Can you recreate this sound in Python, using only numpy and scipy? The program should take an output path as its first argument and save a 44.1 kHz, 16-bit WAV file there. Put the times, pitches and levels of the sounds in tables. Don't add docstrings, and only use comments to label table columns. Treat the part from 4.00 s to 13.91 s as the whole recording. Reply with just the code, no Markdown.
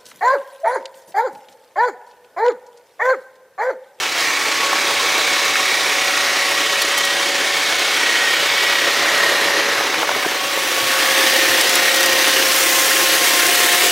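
import sys
import numpy as np
from scipy import signal
from scipy.fft import rfft, irfft, next_fast_len
from scipy.io import wavfile
from scipy.ndimage import uniform_filter1d, map_coordinates

SR = 44100
rng = np.random.default_rng(int(sys.argv[2]) if len(sys.argv) > 2 else 0)


def wav_record(signal):
    frames = np.transpose(np.atleast_2d(signal))
    bounded = np.clip(frames, -1, 1)
    quanta = np.round(bounded * 32767).astype(np.int16)
    wavfile.write(sys.argv[1], SR, quanta)


def invert_db(level):
    return 10 ** (np.asarray(level, dtype=float) / 20)


N = 437031
T = np.arange(N) / SR

# start t/s, end t/s
PLACE_FADE = (5.66, 7.5)
# t/s, level/dB
CLOSENESS = [(0.0, -21.5), (0.13, -22.5), (0.22, -19), (0.36, -20.5), (1.21, -18.5), (3.5, -20),
             (4.08, -18), (5.3, -18), (6.1, -22), (6.46, -22), (7.23, -15.5), (8.17, -16.5), (8.25, -15),
             (8.55, -17), (9.88, -15.5), (9.91, -16)]
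# f/Hz, level per Hz/dB
PAVING_COLOUR = [(25, -45), (110, -24.5), (215, -22.5), (300, -9.5), (480, -7.5), (670, -9), (900, -7.5),
                 (1400, -8), (2900, -4), (4000, -5.5), (6000, -14.5), (8300, -23.5), (11000, -29.5),
                 (15700, -33.5)]
# f/Hz, level per Hz/dB
WALL_COLOUR = [(25, -70), (110, -15), (210, -15), (330, -3.5), (440, -9.5), (520, -2.5), (650, -12),
               (760, -7), (880, -11), (1400, -7), (2900, -1), (4600, -4), (8000, -6), (15700, -10)]
# f/Hz, width/Hz, lift/dB, from t/s, to t/s
SHELL_RESONANCES = [(1850, 960, 5.5, 0, 9.91), (2290, 280, 6, .2, 2.05), (5700, 400, 1.5, 1.5, 2.6),
                    (13050, 500, 4, 2, 2.8), (9620, 380, 5, 1.7, 5.1), (13700, 1100, 6.5, 4.3, 5),
                    (834, 200, -1.5, 1, 6.6), (3300, 1200, 0.5, 6, 10.5), (4470, 830, 5, 10.5, 10.5),
                    (11500, 2500, 6, 5.1, 5.85), (5900, 1300, 3, 5.5, 9.4), (3770, 510, 4, 0.8, 1.94),
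                    (3300, 700, 3, 2.6, 4.9), (1260, 230, 2, -4.5, 2.4)]
# from t/s, to t/s, edge/s, lift/dB
UNDERSIDE_LIFTS = [
    (.5, 1.3, 0.26, 1.5),
    (4.9, 6.28, 0.66, 3.5),
]
# from t/s, to t/s, edge/s, lift/dB
VENT_LIFTS = [
    (3.95, 6.3, 0.65, -2),
    (6.5, 7, .2, 0.5),
    (8.3, 10.5, 0.4, 1.4),
    (8.5, 10.5, .22, 2.5),
    (8.5, 8.9, 0.14, 1.5),
]
FAN_SHAFT_HZ = (188.4, 177.6)
# t/s, half width/s, level/dB
FAN_THIRD_BEAMS = [
    [(.85, .45, -35), (1.5, 0.57, -35), (2.3, 0.62, -34), (3.2, 1, -32.5), (4.6, .5, -34.5),
     (5.5, 0.69, -29.5), (6.4, .5, -37)],
    [(7.3, 0.76, -28), (8.1, 0.51, -27), (8.9, 0.67, -30.5), (9.9, .3, -33)],
]
# t/s, half width/s, level/dB
FAN_FOURTH_BEAMS = [
    [(.1, 0.55, -40), (1.4, 0.95, -38.5), (2.2, 0.73, -35.5), (3.4, 0.97, -36), (4.2, 0.27, -42),
     (6.2, 0.59, -36)],
    [(6.95, 0.34, -37), (7.7, .4, -34), (8.4, 0.83, -37.5), (9.7, 0.64, -29.5)],
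]
# multiple of shaft rate, level re third order/dB
FAN_WEAK_ORDERS = [
    [(1, -23), (7, -10)],
    [(2, -13), (5, -11), (7, -13)],
]
TOOTH_HZ = (1113, 1064)
# t/s, half width/s, level/dB
TOOTH_BEAMS = [
    [(.7, 0.6, -31.5), (1.4, 0.38, -32), (2.1, .9, -33), (3.3, 1.2, -37.5), (4.75, 0.48, -41),
     (5.8, 0.46, -34.5), (6.5, .5, -34), (7.05, 0.45, -28.5)],
    [(7.7, 0.39, -35), (8.35, 0.46, -32), (9.3, 0.85, -30)],
]
# t/s, half width/s, level/dB
OCTAVE_BEAMS = [
    [(0, 0.61, -30.5), (1.6, .7, -28.5), (2.9, 1.2, -31), (3.9, 0.62, -28.5), (4.6, 0.35, -26),
     (5.94, 0.86, -34)],
    [(7.92, .3, -44), (9.6, .4, -28)],
]
# t/s, half width/s, level/dB
NEIGHBOUR_BEAMS = [
    [(3.8, .4, -35.5), (4.6, 0.45, -39), (6.93, .3, -36)],
    [(9.24, .3, -47)],
]
# start t/s, length/s, first f/Hz, last f/Hz, level/dB
CLEAR_RINGS = [
    (2.0, 1.24, 1905, 1899, -27.5),
    (3.98, 0.41, 1915, 1845, -23.5),
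    (4.52, 0.417, 1936, 1886, -24),
    (5.04, 0.42, 1920, 1820, -23.5),
    (7.68, 0.69, 1880, 1852, -25.5),
    (8.85, .5, 1870, 1860, -30),
]
# start t/s, length/s, first f/Hz, last f/Hz, level/dB
ROUGH_RINGS = [
    (.2, 0.09, 1860, 1830, -20.5),
    (.33, 0.24, 1850, 1800, -32),
    (1.0, 0.46, 1720, 1750, -33),
    (1.58, 0.41, 1900, 1900, -28),
    (3.25, .6, 1800, 1770, -30),
    (4.95, .35, 1880, 1850, -25),
    (5.42, .33, 1850, 1900, -26),
    (6.95, 0.66, 1773, 1873, -25.5),
    (9.5, 0.42, 1860, 1840, -26.5),
]
# t/s, peak level/dB, ring f/Hz
GRIT_TICKS = [(0.204, -10, 6900), (0.5177, -22, 4800), (1.0924, -16, 6340), (1.1772, -12, 5650),
              (1.8312, -12, 4730), (2.164, -13, 4660), (2.8054, -15, 6760), (2.817, -2.5, 5750),
              (2.82, -8, 4600), (2.9766, -5, 8000), (2.9834, -6, 6540), (3.049, -5, 5630),
              (5.942, -14, 3530), (6.149, -18, 3300)]
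# t/s, peak level/dB, ring f/Hz
LEAF_SNAPS = [(6.9174, -12, 7700), (7.4658, -16, 7600), (7.6094, -3, 7500), (7.6934, -3, 10200),
              (7.7543, 0, 10600), (7.9422, -5, 10500), (7.9596, -6, 10600), (8.0055, -4, 10700),
              (8.0286, -4, 11700), (8.0586, -2.5, 8920), (8.1304, -13, 7650), (8.5314, -8, 10570),
              (8.5594, -4, 10900), (9.1094, -9, 9700), (9.4644, -2, 7530), (9.552, -5, 7530)]
# t/s, peak level/dB, ring f/Hz
BUMPER_KNOCKS = [(0.73, -7, 1090), (1.144, -23, 1380), (1.555, -8, 1630), (2.174, -12, 1500),
                 (4.646, -13, 1450), (5.685, -15.5, 560), (5.809, -12, 770), (5.942, -11.5, 1500),
                 (6.03, -7, 855), (6.091, -7.5, 890), (6.115, -11, 976), (6.149, -13, 1240),
                 (6.163, -12, 400), (6.248, -11.5, 1000), (6.264, -10.5, 407), (6.575, -12, 560),
                 (7.655, -19, 531), (8.641, -23, 524)]
# t/s, peak level/dB
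CHASSIS_THUDS = [(0.632, -46), (2.953, -45), (4.978, -40), (5.454, -40), (6.148, -39), (6.253, -45),
                 (6.822, -26), (7.491, -26), (7.62, -42), (8.042, -35), (8.125, -30), (.27, -34),
                 (4.39, -36)]
# f/Hz, side under mid level/dB
SIDE_COLOUR = [
    [(40, -34), (100, -10), (250, -20), (900, -41), (1900, -27.5), (2900, -31), (4000, -25.5), (6000, -36),
     (15000, -38)],
    [(40, -34), (100, -7), (250, -18), (500, -21.5), (800, -13.5), (1900, -26.5), (2900, -24), (4000, -21),
     (6000, -34), (15000, -29)],
]
# t/s, share of mid in the side (positive leans left), width level/dB
STEREO_LEAN = [(0, -1, -6), (.3, -1.1, 2), (2.2, -0.92, 2), (3, -0.78, -2.5), (4.5, -0.88, 0.5),
               (6, -0.44, 1), (7, -0.24, 3), (7.8, -0.21, -2.5), (9.91, 0.65, -1.5)]


def roar(slaps):
    grains = (rng.random(N) < .04) * rng.standard_normal(N)
    grains = grains * invert_db(4.6 * rng.exponential(size=N).clip(0, 3))
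    wall_share = place()
    source = rng.standard_normal(N) + invert_db(-12.0 + 3.7 * wall_share) * unit(grains)
    source = patchy(source, depth_db=0.58, streaks_db=1.5, resonances=SHELL_RESONANCES)
    paving = unit(filtered(source, lambda f: invert_db(along(PAVING_COLOUR, f))))
    wall = unit(filtered(source, lambda f: invert_db(along(WALL_COLOUR, f))))
    noise = (1 - wall_share) * paving + wall_share * wall

    ribs_hz = 154.2 * (1 + 0.0307 * wobble(3))
    ribs = np.sin(2 * np.pi * np.cumsum(ribs_hz) / SR)
    ground_db = 0.12 * wobble(9.2) + .5 * wobble(30) + 0.71 * wobble(65)
    jolts_db = ground_db + 3.0 * (slaps - 1) + .5 * ribs

    below = [filtered(noise, lambda f: 1 / (1 + (f / edge_hz) ** 8)) for edge_hz in (235, 1450, 5500)]
    bands = [below[0], below[1] - below[0], below[2] - below[1], noise - below[2]]
    shakes = (.3, 0.95, 0.42, 0.7)
    own_db = (2.5, 0.34, 0.1, 0.35)
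    trims_db = (-1.0, -2.0, -1.5, -1.04)
    out = np.zeros(N)
    for band, db, shake, own, trim_db in zip(bands, register_levels(), shakes, own_db, trims_db):
        band = band * invert_db(shake * jolts_db + own * wobble(16))
        slow_power = np.abs(uniform_filter1d(band ** 2, size=SR // 6))
        out += invert_db(db + trim_db) * band / np.sqrt(slow_power + 1e-12)
    return out


def register_levels():
    near_db = curves(CLOSENESS)[0]
    mean_db = near_db.mean()
    underside_db = lifts(UNDERSIDE_LIFTS)
    offsets_db = (-30.5, -5.5, 0, -6)
    follows = (.3, .8, 1, 1.05)
    headings_db = (underside_db, underside_db, 0, lifts(VENT_LIFTS))
    return [mean_db + offset + share * (near_db - mean_db) + heading
            for offset, share, heading in zip(offsets_db, follows, headings_db)]


def fan():
    out = np.zeros(N)
    heard = (place() < 1, place() > 0)
    for shaft_hz, third, fourth, weak, gate in zip(FAN_SHAFT_HZ, FAN_THIRD_BEAMS, FAN_FOURTH_BEAMS,
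                                                   FAN_WEAK_ORDERS, heard):
        third_db = beams(third)
        orders = [(3, third_db), (4, beams(fourth))]
        orders += [(k, third_db + db) for k, db in weak]
        for k, db in orders:
            out += gate * tone(k * shaft_hz, db, drift_hz=2.2, rate=14, shake_db=0.0)
    return out


def brush_motor(slaps):
    out = np.zeros(N)
    heard = (place() < 1, place() > .9)
    for hz, teeth, upper, beside, gate in zip(TOOTH_HZ, TOOTH_BEAMS, OCTAVE_BEAMS, NEIGHBOUR_BEAMS, heard):
        tooth = tone(hz, beams(teeth), drift_hz=4.91, rate=22, shake_db=2.5)
        neighbour = tone(4 / 3 * hz, beams(beside), drift_hz=4, rate=15, shake_db=2)
        octave = tone(2 * hz, beams(upper), drift_hz=28.07, rate=40, shake_db=2.5)
        out += gate * (tooth + neighbour + slaps * octave)
    return out


def roller():
    beat_hz = 33 * (1 + 0.0263 * wobble(4))
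    beats = np.cumsum(beat_hz) / SR
    size = invert_db(0.27 * rng.standard_normal(N // 500))[beats.astype(int)]
    slap = size * (0.31 + np.exp(-3 * (beats % 1)))
    return unit(uniform_filter1d(slap, size=SR // 130))


def housing(slaps):
    idle_hz = 1840 + 151.4 * wobble(140)
    idle_db = curves(CLOSENESS)[0] - 18.5
    idle = tone(idle_hz, idle_db, drift_hz=30.15, rate=3, shake_db=0.5)
    bites = rings(CLEAR_RINGS, smear_hz=20) + rings(ROUGH_RINGS, smear_hz=71.8)
    return unit(slaps ** 1.16) * (idle + bites)


def rings(rows, smear_hz):
    pitch_points = []
    gain = np.zeros(N)
    for start, length, first_hz, last_hz, db in rows:
        pitch_points += [(start, first_hz), (start + length, last_hz)]
        gain += invert_db(db) * during(start, start + length, edge=0.14)
    hz = curves(pitch_points)[0] + smear_hz * wobble(140)
    return gain * tone(hz, 0, drift_hz=3.93, rate=14, shake_db=1.0)


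def debris():
    stones = strikes(GRIT_TICKS, t60=.03, noisy=.62, trim_db=4)
    leaves = strikes(LEAF_SNAPS, t60=.022, noisy=.8, trim_db=6, rise=.1)
    return filtered(stones + leaves, lambda f: f ** 2 / (f ** 2 + 2500 ** 2) / (1 + (f / 12000) ** 2))


def knocks():
    hits = strikes(BUMPER_KNOCKS, t60=.02, noisy=0.11, trim_db=5, rise=0.041)
    return filtered(hits, lambda f: f ** 2 / (f ** 2 + 250 ** 2))


def thuds():
    rows = [(s, db, 110) for s, db in CHASSIS_THUDS]
    return strikes(rows, t60=0.14, noisy=0, trim_db=-3.5)


def strikes(rows, t60, noisy, trim_db, rise=0.091):
    out = np.zeros(N + SR)
    t = np.arange(SR // 10) / SR
    shape = invert_db(-60 * t / t60) * (1 - np.exp(-t / (rise * t60)))
    modes = ((.78, .7), (1, 1), (1.6, .75))
    for s, db, hz in rows:
        ring = sum(size * np.sin(2 * np.pi * ratio * hz * t) for ratio, size in modes)
        blend = (1 - noisy) * ring + noisy * rng.standard_normal(len(t))
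        out[round(s * SR):][:len(t)] += invert_db(db + trim_db) * shape * blend
    return out[:N]


def sides(mid):
    n = np.arange(20000)
    scatter = rng.standard_normal(len(n)) * invert_db(-30 * n / len(n))
    lean, width_db = curves(STEREO_LEAN)
    side = signal.fftconvolve(mid, scatter / np.linalg.norm(scatter))[:N] + lean * mid
    side = invert_db(width_db) * patchy(side, depth_db=5.5, streaks_db=2.5)
    paving, wall = (filtered(side, lambda f: invert_db(along(colour, f))) for colour in SIDE_COLOUR)
    side = (1 - place()) * paving + place() * wall
    return filtered(side, lambda f: f / (f + 250))


def place():
    start, end = PLACE_FADE
    return np.clip((T - start) / (end - start), 0, 1)


def tone(hz, db, drift_hz, rate, shake_db):
    phase = 2 * np.pi * np.cumsum(hz + drift_hz * wobble(rate)) / SR
    gain = np.sqrt(2) * invert_db(db + shake_db * wobble(rate))
    return gain * np.sin(phase + rng.uniform(0, 2 * np.pi))


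def beams(rows):
    between_db, edge_db = -50.5, 10.5
    coarse = T[::256]
    power = sum(invert_db(db - edge_db * ((coarse - s) / width) ** 2) ** 2 for s, width, db in rows)
    return np.interp(T, coarse, 10 * np.log10(power + invert_db(between_db) ** 2))


def patchy(x, depth_db, streaks_db, resonances=()):
    f, t, z = signal.stft(x, SR, nperseg=1024, noverlap=768)

    def field(tall, long):
        grain = uniform_filter1d(rng.standard_normal(z.shape), size=tall, axis=0)
        return unit(uniform_filter1d(grain, size=long, axis=1))

    gain_db = depth_db * field(16, 4) + streaks_db * field(2, 24)
    for hz, width, db, start, end in resonances:
        facing = np.clip(np.minimum(t - start, end - t) / 0.098 + .5, 0, 1)
        gain_db = gain_db + db * facing / (1 + (2 * (f[:, None] - hz) / width) ** 2)
    return signal.istft(z * invert_db(gain_db), SR, nperseg=1024, noverlap=768)[1][:N]


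def during(start, end, edge):
    return np.clip(np.minimum(T - start, end - T) / edge + .5, 0, 1)


def lifts(rows):
    return sum(db * during(start, end, edge) for start, end, edge, db in rows)


def wobble(rate):
    coarse = T[::32]
    knots = rng.standard_normal(int(N * 400 / SR) + 4)
    return np.interp(T, coarse, map_coordinates(knots, [coarse * rate]))


def filtered(x, response):
    m = next_fast_len(N + 8192)
    return irfft(rfft(x, m) * response(np.fft.rfftfreq(m, 1 / SR)), m)[..., :N]


def along(points, hz):
    f, v = np.transpose(points)
    return np.interp(np.log(hz + 1), np.log(f + 1), v)


def curves(rows):
    s, *cols = np.transpose(rows)
    return [np.interp(T, s, c) for c in cols]


def unit(x):
    return x / np.sqrt(np.mean(x ** 2) + 1e-20)


def scene():
    slaps = roller()
    mid = roar(slaps) + fan() + brush_motor(slaps) + housing(slaps)
    mid += debris() + knocks() + thuds()
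    side = sides(mid)
    return np.array([mid + side, mid - side])


def low_pass(x):
    return signal.sosfilt(signal.butter(12, 16450, fs=SR, output="sos"), x)


def record(dry):
    held = dry / (1 + np.abs(dry / .85) ** 5) ** (1 / 5)
    mix = filtered(held, lambda f: (f < 15800) * f ** 2 / (f ** 2 + 35 ** 2))
    return low_pass(mix)


dry = scene()
out = record(dry)
wav_record(out)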